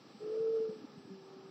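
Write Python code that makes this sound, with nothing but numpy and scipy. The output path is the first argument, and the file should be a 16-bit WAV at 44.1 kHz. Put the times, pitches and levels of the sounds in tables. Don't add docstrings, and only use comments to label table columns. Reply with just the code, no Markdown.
import sys
import numpy as np
from scipy import signal
from scipy.fft import rfft, irfft
from scipy.io import wavfile

SR = 44100
rng = np.random.default_rng(int(sys.argv[2]) if len(sys.argv) > 2 else 0)


def master_out(mix):
    frames = np.transpose(np.atleast_2d(mix))
    ceiling = np.clip(frames, -1, 1)
    pcm = np.round(ceiling * 32767).astype(np.int16)
    wavfile.write(sys.argv[1], SR, pcm)


def makeup_ratio(level_db):
    decades = np.asarray(level_db, float) / 20
    return 10 ** decades


N = 66150


def unit(x):
    return x / np.sqrt(np.mean(x ** 2))


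def curve(table, column):
    rows = np.array(table, float)
    return np.interp(np.arange(N) / SR, rows[:, 0], rows[:, column])


def walk(rate_hz):
    f_hz = np.fft.rfftfreq(N, 1 / SR)
    spectrum = rfft(rng.standard_normal(N))
    return unit(irfft(spectrum / (1 + (f_hz / rate_hz) ** 2), N))


def coloured(points):
    f_hz = np.fft.rfftfreq(N, 1 / SR) + 1
    p = np.array(points, float)
    shape_db = np.interp(np.log(f_hz), np.log(p[:, 0]), p[:, 1], left=-120, right=-120)
    return unit(irfft(rfft(rng.standard_normal(N)) * makeup_ratio(shape_db), N))


def resonant(hz, width_hz):
    f_hz = np.fft.rfftfreq(N, 1 / SR)
    gain = 1 / (1 + (2 * (f_hz - hz) / width_hz) ** 2)
    return unit(irfft(rfft(rng.standard_normal(N)) * gain, N))


def motor(table):
    # f/Hz, width/Hz, level/dB at full load
    gear_modes = [(316, 120, -60), (357, 110, -54.5), (483, 130, -56.5), (602, 78, -62), (828, 50, -74),
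                  (1287, 227, -65.5)]
    bars = 8
    third_db = -48
    pitch_drift, shimmer_db = 0.0015, 0.6

    t = np.arange(N) / SR
    fade_in = np.clip((t - table[0][0]) / 0.011, 0, 1)
    fade_out = np.clip((table[-1][0] + 0.038 - t) / 0.036, 0, 1)

    tone_hz = curve(table, column=1) * (1 + pitch_drift * walk(15))
    phase = 2 * np.pi * np.cumsum(tone_hz) / SR
    tone_gain = makeup_ratio(curve(table, column=2) + shimmer_db * walk(25))
    tone = tone_gain * (np.sin(phase) + makeup_ratio(third_db) * np.sin(3 * phase))

    beat_gain = makeup_ratio(curve(table, column=3) + 1.5 * walk(3.7))
    beat = beat_gain * np.sin(phase * (1 + 1 / bars) + 0.34 * walk(24))

    gears = sum(makeup_ratio(db) * resonant(hz, width_hz) for hz, width_hz, db in gear_modes)
    gears = makeup_ratio(curve(table, column=4)) * gears
    return fade_in * fade_out * (np.sqrt(2) * (tone + beat) + gears)


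def frame():
    # t/s, level/dB
    rumble_level = [(0, -64), (0.2, -68), (0.7, -67.5), (0.77, -52), (0.85, -53.5), (0.87, -67.5),
                    (0.98, -57.5), (1.03, -60), (1.08, -52.5), (1.18, -72.5), (1.25, -68), (1.38, -69.5),
                    (1.5, -68)]
    # t/s, envelope peak/dB, ring f/Hz, t60/s
    thud_list = [(0.142, -48.5, 214.6, 0.097), (0.224, -53.5, 169, 0.047), (.365, -54.5, 174, 0.035),
                 (0.395, -48, 159.7, 0.053), (0.491, -54.5, 186, 0.045), (0.598, -43, 266.6, 0.025),
                 (0.687, -40, 201.4, 0.059), (0.841, -45, 278, 0.033), (0.97, -44.5, 172, 0.039),
                 (0.993, -52, 277, 0.013), (1.048, -44.5, 200, 0.015), (1.098, -44.5, 191.2, 0.24),
                 (1.131, -54.5, 191.6, 0.045), (1.362, -47, 222, 0.02), (1.439, -57, 165, 0.054)]
    push_s = 0.0067

    t = np.arange(N) / SR
    out = makeup_ratio(curve(rumble_level, column=1) + 2 * walk(30)) * resonant(254, width_hz=88)
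    for start_s, peak_db, ring_hz, t60_s in thud_list:
        u = np.maximum(t - start_s, 0)
        onset = 1 - np.exp(-(u / push_s) ** 2)
        decay = np.exp(-np.log(1000) * u / t60_s)
        envelope = onset * decay
        out = out + makeup_ratio(peak_db) * envelope / envelope.max() * np.sin(2 * np.pi * ring_hz * u)
    return out


def background():
    # f/Hz, relative density/dB per Hz
    room_spectrum = [(60, -51), (102, -20), (150, -10.5), (275, -12.5), (350, -10), (420, -11),
                     (490, -11.5), (550, -17), (700, -20), (820, -13), (1030, -23), (1200, -16),
                     (1400, -23.5), (1520, -29), (2200, -36.5)]
    # f/Hz, relative density/dB per Hz
    hiss_spectrum = [(880, -29), (1500, -9.5), (1710, 4), (1870, -6.5), (2350, -1.5), (3710, -3),
                     (5250, 0.5), (5800, -4), (6150, -10.5), (6500, -37.5), (7200, -37), (7900, -38.5),
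                     (8250, -33.5), (11800, -33.5), (12100, -26.5), (15200, -29), (16200, -32)]
    # t/s, relative level/dB
    hiss_swell = [(0, -2), (.3, 0), (.7, -0.5), (1, -2.5), (1.5, -3)]
    thin_hz = [791, 1337, 2989, 3988, 6200, 7065, 7420, 7974]
    # level/dB, width/Hz
    thin_bands = [(-76, 14), (-80, 30), (-91, 10), (-86, 8), (-99, 30), (-97, 30), (-90, 170), (-87.5, 14)]
    room_db, hiss_db = -60, -65

    room = makeup_ratio(room_db + 1.2 * walk(3.7)) * coloured(room_spectrum)
    hiss_gain = makeup_ratio(hiss_db + curve(hiss_swell, column=1) + 0.3 * walk(12))
    hiss = hiss_gain * coloured(hiss_spectrum)
    tones = sum(makeup_ratio(db) * resonant(hz, width_hz)
                for hz, (db, width_hz) in zip(thin_hz, thin_bands))
    return room + hiss + tones


def flicker():
    low_hz, high_hz, width_hz = 5950, 7850, 18
    open_db, gate = -98, 0.9

    out = np.zeros(N)
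    for hz in np.linspace(low_hz, high_hz, 24) + 30 * rng.standard_normal(24):
        opening = np.clip(3 * (walk(2.5) - gate), 0, 1)
        out = out + makeup_ratio(open_db) * resonant(hz, width_hz) * opening
    return out


def scene():
    # t/s, tone f/Hz, tone level/dB, once-a-turn beat level/dB, gear noise level/dB
    first_motor = [(.19, 422.2, -62.5, -76, -23.5), (.222, 425.4, -43.5, -56, -4.5),
                   (.278, 430.7, -40.5, -54, -1), (.33, 438, -37.5, -48.5, -3.5),
                   (.39, 444.4, -35, -63, 0.5), (.43, 449.4, -34, -55.5, -7), (.465, 447.5, -32, -57, 0),
                   (.52, 449.8, -33.5, -60, -5.5), (.565, 448.9, -31, -48.5, 1.5),
                   (.595, 443, -34.5, -63, -1.5), (.62, 445.2, -32.5, -63, -4.5),
                   (.67, 442, -38, -53.5, -3), (.726, 434.7, -45, -54.5, -6), (.78, 429.4, -56.5, -75, -11),
                   (.85, 421.3, -64.5, -75, -18)]
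    # t/s, tone f/Hz, tone level/dB, once-a-turn beat level/dB, gear noise level/dB
    second_motor = [(.9, 410, -70, -85, -24), (.96, 405, -61, -85, -22), (1.04, 393, -64, -85, -22),
                    (1.085, 389, -61, -85, -20), (1.114, 387.4, -52, -80, -18), (1.16, 386, -55, -80, -20),
                    (1.25, 384, -58.5, -80, -24), (1.36, 385, -56.5, -80, -24), (1.5, 385, -56, -80, -24)]
    mix = motor(first_motor) + motor(second_motor) + frame() + background() + flicker()
    return mix[None]


def top_cut(x):
    return signal.sosfilt(signal.butter(12, 16320, fs=SR, output="sos"), x)


def record(dry):
    bass_cut = signal.butter(6, 85, "high", fs=SR, output="sos")
    mix = signal.sosfilt(bass_cut, dry)
    return top_cut(mix)


dry = scene()
out = record(dry)
master_out(out)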